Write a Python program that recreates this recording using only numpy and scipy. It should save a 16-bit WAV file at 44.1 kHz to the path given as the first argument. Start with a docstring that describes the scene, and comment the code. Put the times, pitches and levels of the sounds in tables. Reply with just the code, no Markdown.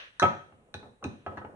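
"""A scrape dies away. At 0.2 s a metal spoon clinks on a ceramic bowl and the bowl clunks on the
worktop: each impact excites the damped modes of the bodies in contact. Lighter contacts follow.
Just after 1 s a wooden spoon sinks into thick paste with a gulp, then drags through it and
knocks round the wall. Throughout, a small hard kitchen reverberates over a faint room tone,
heard from close by at two spaced microphones."""
import sys
import numpy as np
from scipy import signal
from scipy.fft import rfft, irfft, next_fast_len
from scipy.io import wavfile
from scipy.ndimage import map_coordinates

SR = 44100
rng = np.random.default_rng(int(sys.argv[2]) if len(sys.argv) > 2 else 0)


def put_to_file(sound):
    """Save the sound as 16-bit audio at rate SR, in the file named by the first command-line argument."""
    columns = np.atleast_2d(sound).T  # one column per channel
    safe = np.clip(columns, -1, 1)
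    whole_steps = np.round(safe * 32767)
    wavfile.write(sys.argv[1], SR, whole_steps.astype(np.int16))


N = 68355

# Noise spectra. Each row: frequency in Hz, relative spectral density in dB.
ROOM_TONE_SPECTRUM = [(60, 6), (450, -14), (1200, -9.5), (2500, -15.5), (5000, -31), (9000, -19),
                      (11000, -26), (12500, -50)]
SCRAPE_SPECTRUM = [(100, -38), (550, -5), (850, -13), (1700, 3), (2200, -3), (2750, 2), (3900, -6),
                   (4900, -19.5), (6100, -16.5), (7300, -38.5)]
STIR_SPECTRUM = [(70, -5.5), (170, 4.5), (550, 6), (950, -6), (1600, -18.5), (2400, -32.5), (10000, -39)]
KNOCK_SPECTRUM = [(80, -21), (350, 2), (455, -5.5), (560, 5.5), (850, 7), (1060, 1), (1500, -0.5),
                  (2100, -11), (2700, -3.5), (4800, -27.5), (6200, -15), (13000, -41)]
CLINK_SPECTRUM = [(1700, 0.5), (2150, -17), (2600, -5), (3050, -17.5), (3700, -1.5), (4700, -8.5),
                  (6100, 1), (7500, -18.5), (9500, -11), (12000, -29)]
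# Diffuse field at the two microphones. Each row: frequency in Hz, correlation of left and right.
FIELD_CORRELATION = [(100, 0.94), (300, 0.44), (650, 0.29), (1400, -0.38), (3200, -0.33), (8000, 0.27)]
# Decay of the kitchen. Each row: frequency in Hz, t60 (time to fall 60 dB) in seconds.
REVERB_TIMES = [(100, 0.44), (700, 0.37), (1500, 0.42), (4000, 0.46), (7000, 0.44), (12000, 0.26)]
# Colour of the reflections. Each row: frequency in Hz, gain in dB.
ECHO_RESPONSE = [(200, 1), (270, -6), (500, -0.5), (1200, 1.5), (1900, 2), (2500, -0.5), (6500, -1.5),
                 (10000, -1), (13000, -5)]
# Envelopes of the friction sounds. Each row: time in seconds, level in dB.
SCRAPE_ENVELOPE = [(0, -42.5), (.08, -52), (.12, -62), (.25, -67), (1.03, -93.5), (1.05, -64.5),
                   (1.365, -74), (1.378, -55), (1.47, -86)]
STIR_ENVELOPE = [(.2, -79.5), (.52, -63.5), (.7, -67.5), (.86, -51), (.99, -84.5), (1.035, -45.5),
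                 (1.235, -72), (1.29, -49), (1.45, -53.5), (1.55, -55.5)]
# Normal modes. Each row: frequency in Hz, relative level in dB, nominal t60 in seconds.
WORKTOP_MODES = [(101.8, -7, 0.22), (149.3, -5, 0.08), (176, -6.5, 0.065), (220.4, -1, 0.066),
                 (305, -1.5, 0.054), (378.2, -2.5, 0.064)]
BOWL_MODES = [(352.6, -7.5, .14), (544, -6, 0.0712), (736, -6, 0.085), (944, -4, 0.033), (1165, -13, 0.076),
              (1283.6, -0.5, 0.093), (1466, -5, 0.041), (1818, -12, 0.06), (2560, -15, 0.026),
              (3206, -12.5, 0.051)]  # damped by the paste
SPOON_MODES = [(957, -16.5, 0.052), (1549, -7.5, 0.023), (1741, -8.5, 0.023), (2578, -9, 0.013),
               (3776, -14.5, 0.012), (3938, -7.5, 0.017), (6140, -8, 0.0051), (6200, -17, 0.006),
               (8630, -14, 0.005)]  # damped by the hand
# Knocks on the bowl. Each row: start in seconds, contact noise gain in dB, low-pass cutoff in Hz,
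# bowl gain in dB, factor on the bowl's t60, worktop gain in dB.
BOWL_KNOCKS = [(0.2206, -23.5, 2050, -16.5, 0.75, -34), (.2256, -12.5, 6000, -15, 0.59, -29.5),
               (0.2308, -14.5, 2800, -16, 0.66, -21), (0.2378, -16.5, 1380, -22, 0.74, -28),
               (0.2534, -21.5, 2600, -19.5, 0.7, -43.5), (.523, -48.5, 2790, -57.5, 0.26, -52.5),
               (0.747, -33, 1008, -52, 0.44, -36.5), (.828, -39, 1400, -51.5, 0.7, -51.5),
               (1.026, -32, 1400, -52.5, 0.67, -57), (1.044, -28, 1100, -34, 0.48, -39),
               (1.058, -34.5, 453, -53, 0.44, -30), (1.2633, -31, 3420, -32, 0.38, -54),
               (1.266, -29, 1500, -40.5, .3, -48.5), (1.2762, -34, 1300, -36, 1, -39),
               (1.32, -33, 1270, -36, 0.52, -48), (1.377, -27.5, 1200, -40, 0.28, -38.5),
               (1.417, -36.5, 1300, -37.5, 0.67, -66), (1.448, -27.5, 1000, -43.5, 0.22, -45.5)]
# Where the spoon's low, middle, high and top modes lie. 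Each entry: frequency in Hz.
SPOON_BANDS_HZ = [1800, 2450, 3880, 5700]
# Clinks of the spoon. Each row: start in seconds, pitch factor, gain in dB in each of the four bands.
SPOON_CLINKS = [(0.197, 1, -9.5, -23, -12.5, -9), (0.7409, 0.97, -26, -19, -19.5, -23.5),
                (1.0407, .99, -30, -13.5, -26, -25.5), (1.3721, 1.071, -20, -45, -42, -43.5)]


def undb(db):
    """Amplitude ratio of a level in decibels."""
    return 10 ** (np.asarray(db) / 20)


def unit(x):
    """Normalisation to an rms of 1."""
    return x / np.sqrt(np.mean(x ** 2))


def read(points, hz):
    """Interpolation on a log-frequency axis."""
    known_hz, values = np.array(points, float).T
    return np.interp(np.log(np.maximum(hz, 1)), np.log(known_hz), values)


def bins(size):
    """Frequencies of a Fourier spectrum in Hz."""
    return np.fft.rfftfreq(size, 1 / SR)


def colour(x, points):
    """Minimum-phase filter with the given (Hz, dB) response."""
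    size = 2 * next_fast_len(len(x))
    cepstrum = irfft(np.log(undb(read(points, bins(size)))))
    cepstrum[1:size // 2] *= 2  # folding onto positive time makes it causal
    cepstrum[size // 2 + 1:] = 0
    return irfft(rfft(x, size) * np.exp(rfft(cepstrum)), size)[:len(x)]


def rise(t, seconds):
    """First-order onset with the given time constant."""
    return 1 - np.exp(-t / seconds)


def fade(t, t60):
    """Exponential decay, by 60 dB in t60 seconds."""
    return np.exp(-np.log(1000) * t / t60)


def ring(modes, t, t60_factor=1):
    """Free vibration after a blow is a sum of damped sinusoids."""
    return sum(undb(db) * fade(t, t60 * t60_factor) * np.sin(2 * np.pi * hz * t) for hz, db, t60 in modes)


def contact_noise(spectrum, t, t60):
    """A brief impact radiates a decaying broadband burst."""
    return unit(colour(rng.standard_normal(len(t)), spectrum)) * fade(t, t60)


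def add(out, start, x):
    """Superposition of x on out from start seconds."""
    i = int(start * SR)
    out[i:i + len(x)] += x[:max(N - i, 0)]


def diffuse():
    """A diffuse field is alike at two spaced points only at long wavelengths."""
    correlation = read(FIELD_CORRELATION, bins(N))
    power_shares = [(1 + correlation) / 2, (1 - correlation) / 2]
    mid, side = rfft(rng.standard_normal((2, N))) * np.sqrt(power_shares)
    return irfft(np.array([mid + side, mid - side]), N)


def room_tone(level_db=-68.5):
    """Stationary noise arrives from all sides as a diffuse field."""
    return undb(level_db) * np.array([unit(colour(side, ROOM_TONE_SPECTRUM)) for side in diffuse()])


def kitchen(x, tail_db=-6.5, cupboard_db=-2, left_lag_s=0.00011):
    """Convolution adds cupboard echoes and a reverberant tail; direct sound reaches the right first."""
    t, log_hz = np.arange(N) / SR, np.log(bins(N) + 1)
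    noise = rfft(diffuse())
    centres = np.log([hz for hz, _ in REVERB_TIMES])
    tail = np.zeros((2, N))
    for weights, (_, t60) in zip(np.eye(len(centres)), REVERB_TIMES):
        band = irfft(noise * np.interp(log_hz, centres, weights), N)
        tail += band * fade(t, t60) * rise(t, seconds=0.01)
    cupboards = diffuse() * fade(t, t60=0.11) * rise(t, seconds=0.0006)
    echoes = (undb(tail_db) * unit(tail) + undb(cupboard_db) * unit(cupboards)) / np.sqrt(N)
    reflected = np.array([signal.fftconvolve(x, colour(side, ECHO_RESPONSE))[:N] for side in echoes])
    left = map_coordinates(x, [(t - left_lag_s) * SR])
    return np.array([left, x]) + reflected


def envelope(points):
    """Gain over time, linear in dB between (s, dB) points."""
    return undb(np.interp(np.arange(N) / SR, *np.array(points).T))


def scrape():
    """Friction on the bowl gives bright noise, which the room makes diffuse."""
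    hiss = np.array([unit(colour(side, SCRAPE_SPECTRUM)) for side in diffuse()])
    return hiss * envelope(SCRAPE_ENVELOPE)


def stirring(slips_per_s=1500, spread_db=2):
    """Shot noise: tiny random slips of the spoon through paste merge into a soft, grainy drag."""
    sizes = undb(spread_db * rng.exponential(size=N)) * rng.choice([-1, 1], N)
    slips = sizes * (rng.random(N) < slips_per_s / SR)
    return unit(colour(slips, STIR_SPECTRUM)) * envelope(STIR_ENVELOPE)


def gulp(start_s=1.044, swell_s=0.01803, release_s=0.003, from_hz=409, to_hz=231, level_db=-26):
    """Displacement: the sinking spoon squeezes air from the paste in a swelling, falling tone."""
    out, t = np.zeros(N), np.arange(SR // 10) / SR
    hz = np.interp(t, [0, swell_s], [from_hz, to_hz])
    swell = np.interp(t, [0, swell_s, swell_s + release_s], [0, 1, 0])
    add(out, start_s, undb(level_db) * swell * np.sin(2 * np.pi * np.cumsum(hz) / SR))
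    return out


def knocks(highpass_hz=78):
    """Blunt impacts excite the modes of bowl and worktop; a soft contact acts as a low-pass filter."""
    out, t = np.zeros(N), np.arange(SR // 2) / SR
    thump = ring(WORKTOP_MODES, t) * rise(t, seconds=0.0014)
    for start, noise_db, cutoff_hz, bowl_db, t60_factor, thump_db in BOWL_KNOCKS:
        bowl = undb(bowl_db) * ring(BOWL_MODES, t, t60_factor)  # spoon and paste shorten the ring
        contact = undb(noise_db) * contact_noise(KNOCK_SPECTRUM, t, t60=0.022)
        hit = (bowl + contact) * rise(t, seconds=0.00028)
        dulled = signal.lfilter(*signal.butter(2, cutoff_hz, fs=SR), hit)
        add(out, start, dulled + undb(thump_db) * thump)
    return signal.lfilter(*signal.butter(4, highpass_hz, "high", fs=SR), out)


def clinks(contact_db=-5, highpass_hz=680):
    """Hard impacts excite the modes of the metal spoon; the clinks carry no bass."""
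    out, t = np.zeros(N), np.arange(SR // 4) / SR
    for start, pitch, *bands_db in SPOON_CLINKS:
        spoon = ring(SPOON_MODES, t * pitch)  # the grip detunes the modes
        contact = undb(contact_db) * contact_noise(CLINK_SPECTRUM, t, t60=0.01)
        hit = (spoon + contact) * rise(t, seconds=0.00095)
        weighting = list(zip(SPOON_BANDS_HZ, bands_db))  # the point of contact weights the modes
        add(out, start, colour(hit, weighting))
    return signal.lfilter(*signal.butter(2, highpass_hz, "high", fs=SR), out)


def scene():
    """Superposition: spoons, bowl and paste sound in the kitchen, over the scrape and room tone."""
    background = room_tone()
    direct = clinks() + knocks() + gulp() + stirring()
    return kitchen(direct) + scrape() + background


def record(dry):
    """Band limiting: the deep bass drops, the highest treble dulls and the top is cut off."""
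    response_hz_db = [(30, -9.5), (70, 1.5), (10300, -2), (12000, -8)]
    cutoff_hz = 15800
    dulled = np.array([colour(side, response_hz_db) for side in dry])
    return signal.sosfilt(signal.ellip(8, .2, 70, cutoff_hz, fs=SR, output="sos"), dulled)


dry = scene()
out = record(dry)
put_to_file(out)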